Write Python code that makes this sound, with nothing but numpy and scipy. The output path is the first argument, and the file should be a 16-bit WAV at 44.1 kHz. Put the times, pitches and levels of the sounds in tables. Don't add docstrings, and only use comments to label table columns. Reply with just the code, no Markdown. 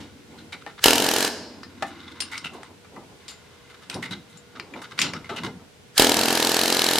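import sys
import numpy as np
from scipy import signal
from scipy.fft import rfft, irfft, next_fast_len
from scipy.io import wavfile
from scipy.ndimage import uniform_filter1d, map_coordinates

SR = 44100
rng = np.random.default_rng(int(sys.argv[2]) if len(sys.argv) > 2 else 0)


def wav_record(signal):
    frames = np.transpose(np.atleast_2d(signal))
    bounded = np.clip(frames, -1, 1)
    quanta = np.round(bounded * 32767).astype(np.int16)
    wavfile.write(sys.argv[1], SR, quanta)


N = 308259


def amp(db):
    return 10 ** (np.asarray(db) / 20)


def unit(x):
    return x / np.sqrt(np.mean(x ** 2) + 1e-20)


def along(points, hz):
    f, v = np.transpose(points)
    return np.interp(np.log(hz + 1), np.log(f + 1), v)


def gains(curves):
    t = np.arange(0, N + 32, 32) / SR
    total = np.zeros(len(t))
    for times, levels in map(np.transpose, curves):
        edged = [times[0] - .02, *times, times[-1] + .02]
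        total += amp(np.interp(t, edged, np.pad(levels, 1, constant_values=-120)))
    return np.interp(np.arange(N) / SR, t, total)


def wobble(rate):
    t = np.arange(0, N + 32, 32) / SR
    knots = rng.standard_normal(int(N * rate / SR) + 4)
    return np.interp(np.arange(N) / SR, t, map_coordinates(knots, [t * rate]))


def filtered(x, response):
    length = x.shape[-1]
    m = next_fast_len(length + min(length // 4, SR // 4))
    return irfft(rfft(x, m) * response(np.fft.rfftfreq(m, 1 / SR)), m)[..., :length]


def body(modes, between_db):
    def response(f):
        base = amp(between_db) * 1j * f / (700 + 1j * f)
        return base + sum(amp(db) * 1j * f * w / (c * c - f * f + 1j * f * w) for c, w, db in modes)
    return response


def ports(pair, width):
    def split(hz):
        angle = np.arctan(amp(along(width, hz)))
        return np.array([np.cos(angle), np.sin(angle)])
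    mid, side = filtered(pair, split)
    return np.array([mid + side, mid - side])


def noise(spectrum):
    return unit(filtered(rng.standard_normal((2, N)), lambda hz: amp(along(spectrum, hz))))


def add(track, s, sound):
    start = max(round(s * SR), 0)
    track[..., start:start + sound.shape[-1]] += sound[..., :track.shape[-1] - start]


# f/Hz, level/dB before a 3 dB lift and slow swelling
HUM_TONES = [(120, -69), (480, -61.5), (1440, -71.5)]
# t/s, level/dB
DEEP_LEVEL = [(0, -48), (.3, -60), (1.3, -55), (1.9, -55), (3, -60.5), (4.5, -67), (5.3, -56), (5.8, -63),
              (6.99, -50)]
# f/Hz, relative level/dB
ROOM_COLOUR = [(15, -48), (25, -38), (49, -9), (102, -3), (140, -1), (325, -6.5), (362, -10), (415, -1.5),
               (475, -11), (529, -8.5), (1250, -17.5), (1400, -15), (3060, -16), (15900, -30.5)]
# f/Hz, side minus mid level/dB
FAR_WIDTH = [(60, -7), (180, -6), (550, -2), (1650, -1), (4970, -1), (15000, 0)]
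SHOP_DB = -50.5


def shop():
    t, drift = np.arange(N) / SR, wobble(4.4)
    tones = sum(amp(db + 3) * np.sin(2 * np.pi * hz * (t + .0004 * drift)) for hz, db in HUM_TONES)
    hum = tones * amp(2.5 * wobble(8))
    deep = gains([DEEP_LEVEL]) * noise([(25, -28), (50, -19), (90, 3), (130, -20), (200, -66)])
    steady = amp(SHOP_DB + 0.38 * wobble(2.89)) * noise(ROOM_COLOUR)
    return hum + ports(deep + steady, FAR_WIDTH)


# t/s of the peak, level/dB before the layer losses,
# brightness (0 thud to 1 rub), rise/s, time to fall 60 dB/s
BUMPS = [(.0, -38, 0.45, .01, 0.38), (.34, -49.5, 0.9, 0.039, .3), (.45, -46, 0.28, 0.051, .2),
         (.545, -45, 0.66, 0.017, 0.28), (.675, -40, 0.67, 0.0074, 0.12), (1.59, -46, 0.42, .02, 0.17),
         (1.83, -37.5, 0.39, 0.0092, 0.18), (2.46, -41.5, 0.57, 0.025, 0.17),
         (2.555, -36.5, 0.85, 0.032, 0.28), (2.71, -47, 0.47, 0.022, 0.42), (2.98, -38.5, .75, 0.045, 0.31),
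         (3.12, -48, 0.94, 0.014, 0.18), (3.63, -58, .05, 0.022, .15), (3.75, -56, .9, .04, 0.16),
         (3.91, -43.5, 0.72, .02, .15), (3.963, -29.5, 0.42, 0.018, 0.43), (4.115, -34.5, 0.28, .012, 0.23),
         (4.17, -45, .05, 0.022, 0.37), (4.36, -50, 0.037, 0.034, 0.12), (4.59, -43.5, 0.61, 0.055, 0.61),
         (4.76, -36.5, 0.69, 0.041, 0.32), (4.93, -46, 0.2, .02, 0.15), (5.045, -28, 0.42, 0.04, 0.37),
         (5.15, -38.5, 0.33, 0.033, 0.48), (5.312, -33, 0.71, 0.0072, 0.4), (5.41, -37.5, .05, .02, 0.13),
         (5.449, -29, 0.37, 0.014, 0.27), (5.56, -45, .05, 0.04, 0.34), (5.62, -49, 0.45, 0.016, .15)]
# t/s, level/dB
DRONE_LEVEL = [
    [(0, -56), (.2, -49.5), (.5, -54)],
    [(1.45, -48), (1.75, -48), (2, -45.5), (2.3, -49), (2.7, -75)],
]
# f/Hz, relative level/dB
THUD_COLOUR = [(30, -40), (70, -19), (110, -10.5), (180, -4.5), (230, -14.5), (400, -56)]
RUMBLE_COLOUR = [(120, -37), (200, -3.5), (260, 2.5), (350, -4), (600, -44)]
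RUB_COLOUR = [(200, -28.5), (380, 15.5), (600, 7.5), (950, 9.5), (1400, -6), (2500, -46)]
APART_DB = 21
RISE_DB, RUMBLE_DB = 12.5, -3.5


def handling():
    t = np.arange(-SR // 8, SR // 3) / SR
    layers = np.zeros((3, N + SR // 8))
    layer_brightness = np.array([[0], [.5], [1]])
    for s, db, bright, rise, t60 in BUMPS:
        shape = db + np.where(t < 0, RISE_DB * t / rise, -60 * t / t60)
        add(layers, s, amp(shape - APART_DB * (bright - layer_brightness) ** 2))
    thud, rumble, rub = layers[:, SR // 8:]
    low = thud * noise(THUD_COLOUR)
    middle = (amp(RUMBLE_DB) * rumble + gains(DRONE_LEVEL)) * noise(RUMBLE_COLOUR)
    high = rub * amp(2.05 * wobble(40)) * noise(RUB_COLOUR)
    return low + middle + high


# f/Hz, width/Hz, relative level/dB
PART_MODES = [(910, 75, -9), (1430, 210, -3), (2050, 56, 0), (2910, 75, -7), (3690, 360, -8),
              (4480, 42, -11), (5160, 84, -15), (8280, 180, -17)]


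def friction(length, ring_hz, grain_db):
    steps = np.repeat(rng.standard_normal(length // 200 + 1), 200)
    lumps = uniform_filter1d(steps, 150)[:length]
    grains = rng.standard_normal((2, length)) * amp(grain_db * lumps)
    modes = body(PART_MODES + [(ring_hz, 180, 1.5)], between_db=-13)
    return unit(filtered(grains, lambda f: modes(f) / (1 + (f / 5000) ** 4) / (1 + (900 / (f + 1)) ** 4)))


# t/s, level/dB
BRUSH_LEVEL = [
    [(0, -52), (.12, -58), (.27, -70), (.39, -67), (.6, -75), (.8, -72)],
    [(1.5, -59), (1.75, -56.5), (1.87, -45), (2, -49), (2.43, -48.5), (2.55, -59), (2.67, -50), (2.75, -84)],
    [(3.2, -56), (3.35, -57), (3.8, -56.5), (4.1, -58), (4.4, -62.5), (4.9, -59), (5.04, -47), (5.26, -58),
     (5.41, -43), (5.5, -67), (5.6, -81)],
]


def brushing():
    return gains(BRUSH_LEVEL) * friction(N, 1070, grain_db=2.0)


# t/s, level/dB before a shared 8 dB cut, ring centre f/Hz, ring length/s (blended with the steel's),
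# crack level/dB against the ring, second ring centre f/Hz, second ring level/dB against the first
KNOCKS = [(.004, -46, 3000, 0.61, 10, 2100, 1), (.664, -18, 760, 0.026, 2, 1810, 1),
          (1.632, -28.5, 1710, 0.091, 1, 4830, 3.5), (1.824, -10.5, 830, 0.11, 1, 1800, -10.5),
          (2.204, -12, 4930, 0.099, -1.5, 9400, 2), (2.221, -21.5, 2770, 0.057, 5, 8340, -10),
          (2.378, -23.5, 4880, 0.059, 4, 8400, -6), (2.632, -38.5, 1510, 0.035, 17.5, 8400, 9),
          (2.847, -38.5, 1290, 0.084, 0, 2300, -3), (2.962, -27, 1020, 0.061, -4, 2020, -14),
          (3.281, -29, 4440, 0.3, 1, 7200, 1), (3.899, -24, 3320, 0.045, 10.5, 8400, 2),
          (3.943, -23.5, 4830, 0.049, 2, 9500, 2), (4.373, -34, 7200, 0.035, 0, 7250, -3),
          (4.598, -20, 2220, 0.023, 4, 4650, -1), (4.738, -21, 2240, 0.014, -7, 7200, -21),
          (4.990, -11, 2220, 0.041, 8, 4870, 5), (4.995, -16.5, 7150, 0.18, -6, 7200, 0),
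          (5.022, -17, 5200, 0.24, -4, 3100, -2), (5.016, -12.5, 3870, 0.11, 8.5, 2780, 13),
          (5.135, -24, 1310, 0.085, 8, 5230, 0), (5.295, -19.5, 1310, 0.39, -6.5, 690, 1.5),
          (5.298, -28, 2950, 0.24, -10, 4100, -3), (5.597, -42, 1230, 0.087, -8, 2000, -19)]
# (held within 0.06-0.3 s, then blended)
STEEL_TONES = [(684, -9, 0.23), (824, 0, 0.13), (1190, -17, 1.6), (1303, -9, 0.25), (1803, -15, 0.21),
               (2008, -11, 0.16), (2309, -10, 0.15), (2379, -8, 0.12), (2724, -5, 0.12), (2848, -12, 0.33),
               (3079, -18, 0.72), (3182, -7, 0.1), (3289, -18, 0.64), (3768, -19, 0.21), (3881, -17, 0.45),
               (4167, -20, 0.53), (4721, -4, 0.097), (5120, -8, 0.16), (5254, -4, 0.092), (5566, -10, 0.12),
               (6955, -20, 0.34), (7214, -23, 5.0), (8339, -14, 0.12), (8581, -26, 0.22), (9485, -10, 0.12),
               (10680, -33, 0.3)]


def knocks():
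    out, t = np.zeros((2, N)), np.arange(SR // 8) / SR
    hz, level, decay = np.transpose(STEEL_TONES)[:, :, None]
    for s, db, centre, t60, crack_db, high, high_db in KNOCKS:
        draw = rng.standard_normal((2, len(hz), 1))
        near = amp(-30 * np.abs(np.log2(hz / centre))) + amp(high_db - 50 * np.abs(np.log2(hz / high)))
        strength = near * amp(.2 * level + 2.5 * draw)
        ring_t60 = np.sqrt(np.clip(decay, .06, .3) * t60)
        fade = amp(-60 * t / ring_t60) * (1 - np.exp(-t / .0005))
        blur = 0.057 * np.cumsum(rng.standard_normal((len(hz), len(t))), 1)
        tones = strength * fade * np.sin(2 * np.pi * hz * t + blur)
        ring = np.sum(tones, 1) / np.linalg.norm(strength[0])

        def tint(f):
            band = 1j * f * centre * .9 / (centre ** 2 - f * f + 1j * f * centre * 1.02)
            return band / (1 + 1j * f / 7000) ** 2
        crack = unit(filtered(rng.standard_normal((2, len(t))), tint))
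        crack = crack * amp(crack_db - 60 * t / (0.44 * t60))
        add(out, s, amp(db - 8.0) * (ring + crack))
    return out


# t/s, level/dB, held length/s, treble level/dB before its boost and fade,
# f/Hz of the ring under the tip
SCRAPES = [(0.303, -57, 0.035, -23, 2130), (0.373, -51.5, 0.037, -13, 4060),
           (0.5216, -30.5, 0.021, -22, 2300), (0.609, -44.5, 0.012, -26, 1230),
           (0.67, -46, 0.035, -22, 1240), (0.778, -42.5, 0.016, -29, 1180), (1.864, -55, 0.035, 2, 1190),
           (1.994, -46.5, 0.02, -39, 3640), (2.029, -45.5, .016, -33, 3760), (2.075, -45, 0.012, -28, 3540),
           (2.115, -42.5, 0.0096, -23, 3650), (2.157, -52, 0.032, -26, 1230),
           (2.222, -48, 0.028, -14, 4800), (2.3135, -34.5, 0.047, -12.5, 2160),
           (2.366, -39.5, 0.023, -19, 1290), (2.442, -34, 0.031, -14.5, 2780),
           (2.532, -47, .035, -10, 1170), (3.2896, -46.5, 0.034, -4, 4430), (3.698, -44, 0.018, -20, 1260),
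           (3.74, -45.5, 0.013, -22, 1280), (3.818, -47, .02, -17, 1280), (3.895, -40.5, 0.033, -11, 2570),
           (3.926, -41, 0.036, -17, 1040), (4.023, -32, 0.039, -14.5, 2050),
           (4.1075, -33, 0.027, -16, 3870), (4.296, -56, 0.074, -4, 3800), (4.552, -44, 0.024, -30, 1230),
           (4.735, -46, 0.056, -31, 1180), (4.8157, -36.5, 0.029, -14, 1230),
           (4.909, -40.5, 0.015, -18, 1150), (4.976, -30, 0.047, -21, 2300),
           (5.012, -30.5, 0.053, -33, 4130), (5.145, -38, 0.024, -25, 1310),
           (5.243, -43.5, 0.021, -24, 2100), (5.2906, -33.5, 0.012, -32, 1230),
           (5.3605, -31.5, 0.025, -15.5, 2740), (5.4334, -31.5, .033, -16, 1040)]
LET_GO = 2.9
TREBLE_BOOST_DB, TREBLE_T60_S = 3.5, 0.21


def scrapes():
    out, treble, t = np.zeros((2, N)), np.zeros(N), np.arange(SR // 6) / SR
    for s, db, length, treble_db, ring_hz in SCRAPES:
        tail_db = -60 * np.maximum(t / length - 1, 0) / LET_GO
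        shape = np.minimum(t / 0.0029, 1) * amp(db + tail_db)
        add(out, s, shape * friction(len(t), ring_hz, grain_db=3.5))
        add(treble, s, shape * amp(treble_db + TREBLE_BOOST_DB - 60 * t / TREBLE_T60_S))
    fizz = noise([(3500, -36), (6000, -3.5), (8500, -3), (12000, -8), (16000, -16)])
    return out + treble * amp(1.5 * wobble(170)) * fizz


# t/s of the first blow, t/s the valve shuts, base pop level/dB, base clank level/dB, hiss level/dB
BURSTS = [(0.8418, 1.265, -15, -14, -26.5), (5.98, 7.097, -14, -14, -26.5)]
# t/s from the first blow, level/dB over its held level
VALVE_OPENING = [(-.045, -40), (-.022, -17), (-.002, 3), (.03, 8.5), (.11, -2.5), (.25, -0.9)]
# f/Hz, relative level/dB
JET_COLOUR = [(180, -44), (300, -15), (928, -7), (1340, 1), (1740, 6), (1990, -3.5), (4070, -2), (6060, -4),
              (11800, -10.5), (15900, -18)]


def air():
    curves = []
    for start, stop, _, _, db in BURSTS:
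        opening = [(start + s, db + level) for s, level in VALVE_OPENING]
        curves.append(opening + [(stop + 0.018, db)])
    return gains(curves) * noise(JET_COLOUR)


# t/s of the first pop, number of strokes, period/ms (before the small timing jitter)
RUNS = [(.8588, 6, 24.2), (1.0002, 4, 20.9), (1.0869, 4, 24.9), (1.1833, 4, 21.1), (1.2754, 1, 0),
        (5.997, 7, 24.05), (6.1675, 5, 22.05), (6.2823, 3, 21.95), (6.352, 1, 0), (6.3738, 3, 25.5),
        (6.4473, 3, 22.4), (6.5163, 1, 0), (6.5426, 3, 23.7), (6.6121, 5, 22.05), (6.724, 3, 21.9),
        (6.7914, 2, 26), (6.8406, 6, 23), (6.9826, 1, 0)]
POP_EXTRA_DB, POP_EXTRA_S, POP_SLOW_DB, POP_SLOW_S = 10.5, 0.048, 5, 0.21
CLANK_EXTRA_DB, CLANK_EXTRA_S, CLANK_DIP_DB, CLANK_DIP_S = 7, 0.1, -2.5, 0.37
LONG_STROKE_DB_PER_MS, USUAL_MS = 0.58, 24
SCATTER_DB, JITTER_S = 0.5, .00025
LAST_DB = -10.5
FIRST_BLOW_DB, CLANK_LAG_S = -5, .002


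def strokes():
    pops = np.array([s + k * ms / 1000 for s, count, ms in RUNS for k in range(count)])
    gap_ms = 1000 * np.diff(pops, prepend=0)
    extra = LONG_STROKE_DB_PER_MS * np.clip(gap_ms - USUAL_MS, -4, 4)
    scatter = SCATTER_DB * rng.standard_normal((len(pops), 2))
    pops += JITTER_S * rng.standard_normal(len(pops))
    rows = []
    for start, stop, pop_db, clank_db, _ in BURSTS:
        rows.append((start, -120, 0, FIRST_BLOW_DB))
        for s, more, (pop_scatter, clank_scatter) in zip(pops, extra, scatter):
            t, weak = s - start, LAST_DB * (s > stop)
            if not (0 < t and s < stop + .03):
                continue
            more *= t > .03
            fast_drop = POP_EXTRA_DB * np.exp(-(t / POP_EXTRA_S) ** 2)
            pop = pop_db + fast_drop + POP_SLOW_DB * np.exp(-t / POP_SLOW_S)
            early = CLANK_EXTRA_DB * np.exp(-t / CLANK_EXTRA_S)
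            clank = clank_db + early + CLANK_DIP_DB * np.exp(-t / CLANK_DIP_S)
            lag = CLANK_LAG_S * min(t / 0.11, 1) ** 2
            rows.append((s, pop + pop_scatter + weak, lag, clank + clank_scatter + more + weak))
    return rows


# f/Hz, width/Hz, relative level/dB
CHISEL_MODES = [(1686, 13, -24), (3050, 330, -4.5), (4080, 730, -7), (4900, 110, -7.5), (5590, 55, -20),
                (6420, 31, -28), (11640, 580, -15.5), (13600, 380, -28)]
# f/Hz, relative level/dB, time to fall 60 dB/s (held to 0.5 s at most)
SHAFT_TONES = [(925, 0.5, 0.85), (1710, -6.5, 0.52), (2170, -5, 0.44), (2345, -7, 1.3), (4150, -13, 0.3),
               (4630, -18, 0.47), (5040, -13, 0.62), (5700, -13, 0.71), (6643, -15, 0.42),
               (11600, -29, 0.36)]
# from t/s, to t/s, f/Hz, width/Hz, level/dB
BITES = [(.8, 1, 2900, 300, 8), (6.16, 6.25, 4210, 495, 9), (6.41, 7, 4080, 443, 11)]


def clanks(cycle):
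    push, t = np.zeros((2, N)), np.arange(SR // 25) / SR
    edge, clock = np.zeros(N), np.arange(N) / SR
    for s, pop_db, lag, db in cycle:
        long = amp(0.9 * max(db + 12.5, 0))
        fall = amp(-60 * np.maximum(t - .0018 * long, 0) / .009 / long)
        chatter = np.minimum(t / .0003 / long, 1) * fall
        rattle = amp(-21) * long ** 2 * np.exp(-((t - .012) / 0.0034) ** 2)
        rattle = rattle * (pop_db > -30)
        add(push, s + lag - .0004 * long ** 2, amp(db - 1) * (chatter + rattle))
        add(push, s - .0006, amp(pop_db - 6.5 - 60 * t / 0.04))
        edge[round((s + lag) * SR)] = amp(db + 11.5)
    push *= rng.standard_normal((2, N))
    push[0] += edge
    chisel = filtered(push, body(CHISEL_MODES, between_db=-10.5))
    for start, stop, *ring in BITES:
        biting = edge * (clock > start) * (clock < stop)
        chisel[0] += filtered(biting, body([ring], between_db=-120))
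    ringing = [(hz, np.log(1000) / np.pi / min(t60, .5), db + 15.0) for hz, db, t60 in SHAFT_TONES]
    shaft = filtered(push, body(ringing, between_db=-56.0))
    return amp(7.5) * chisel + shaft


def exhaust(cycle):
    pops, t = np.zeros(N), np.arange(-60, 1200) / SR
    dip = -np.exp(-((t + .0004) / .0002) ** 2) - .6 * np.exp(-((t + .0001) / .00014) ** 2)
    swing = np.exp(-((t - .0003) / .0003) ** 2)
    slow_bump = np.exp(-((t - .005) / 0.0026) ** 2)
    for s, db, _, _ in cycle:
        thump = 0.014 * max(db + 5.5, 0) * slow_bump
        add(pops, s + t[0], amp(db - 1.5) * (dip + swing) - thump)
    return pops


# f/Hz, width/Hz, level/dB before a 5 dB cut
BAY_HOLLOWS = [(130, 33, -20), (225, 33, 7), (248, 41, 6.5), (293, 43, 3.5), (415, 48, 5), (890, 47, 2)]


def bay_boom(pops):
    return amp(-5) * filtered(pops, body(BAY_HOLLOWS, between_db=-40))


# f/Hz, time to fall 60 dB/s (multiplied by "shorter" for each echo)
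WALL_DECAY = [(100, 0.97), (500, 1), (2000, 0.69), (6000, 0.69), (14000, 0.32)]


def echoes(x, delay, shorter):
    hz, t, grid = signal.stft(rng.standard_normal((2, SR * 3 // 4)), SR, nperseg=128)
    fade = amp(-60 * t / shorter / along(WALL_DECAY, hz)[:, None])
    tail = signal.istft(grid * fade, SR, nperseg=128)[1]
    late = np.pad(x, (round(delay * SR), 0))[None]
    return signal.fftconvolve(late, tail / np.linalg.norm(tail[0]), axes=1)[:, :N]


# t/s, level/dB
LEAK_LEVEL = [
    [(1.25, -50), (1.29, -40), (1.4, -44.5), (1.5, -52), (1.62, -68)],
]


def leak():
    return gains(LEAK_LEVEL) * noise([(3000, -34), (4000, 7), (5300, 11), (6500, -35)])


# f/Hz, side minus mid level/dB
NEAR_WIDTH = [(60, -17), (150, -19), (380, -21), (950, -14), (2380, -9), (5980, -5), (15000, -2)]


def scene():
    cycle = strokes()
    pops, steel, small = exhaust(cycle), clanks(cycle), knocks() + scrapes()
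    hiss = air() + leak()
    boom = bay_boom(pops)
    bay = amp(-8.5) * echoes(pops, 0.00241, 0.035)
    room = echoes(amp(-6) * (pops + boom) + amp(-10.0) * (steel[0] + hiss[0]), .011, 1.0)
    room += amp(-13) * echoes(small[0], .01, .4)
    spread = steel + small + hiss + handling() + brushing() + bay + room
    return pops + boom + ports(spread, NEAR_WIDTH) + shop()


# f/Hz, level/dB
MICROPHONE = [(20, -1.5), (9000, -0.5), (12000, -4), (14500, -5.5), (16000, -18)]
TOP_HZ = 15950


def record(dry):
    heard = filtered(dry, lambda hz: amp(along(MICROPHONE, hz)) * (1j * hz / (40 + 1j * hz)))
    clipped = heard / (1 + np.abs(heard / 1.02) ** 6) ** (1 / 6)
    return filtered(clipped, lambda hz: hz < TOP_HZ)


dry = scene()
out = record(dry)
wav_record(out)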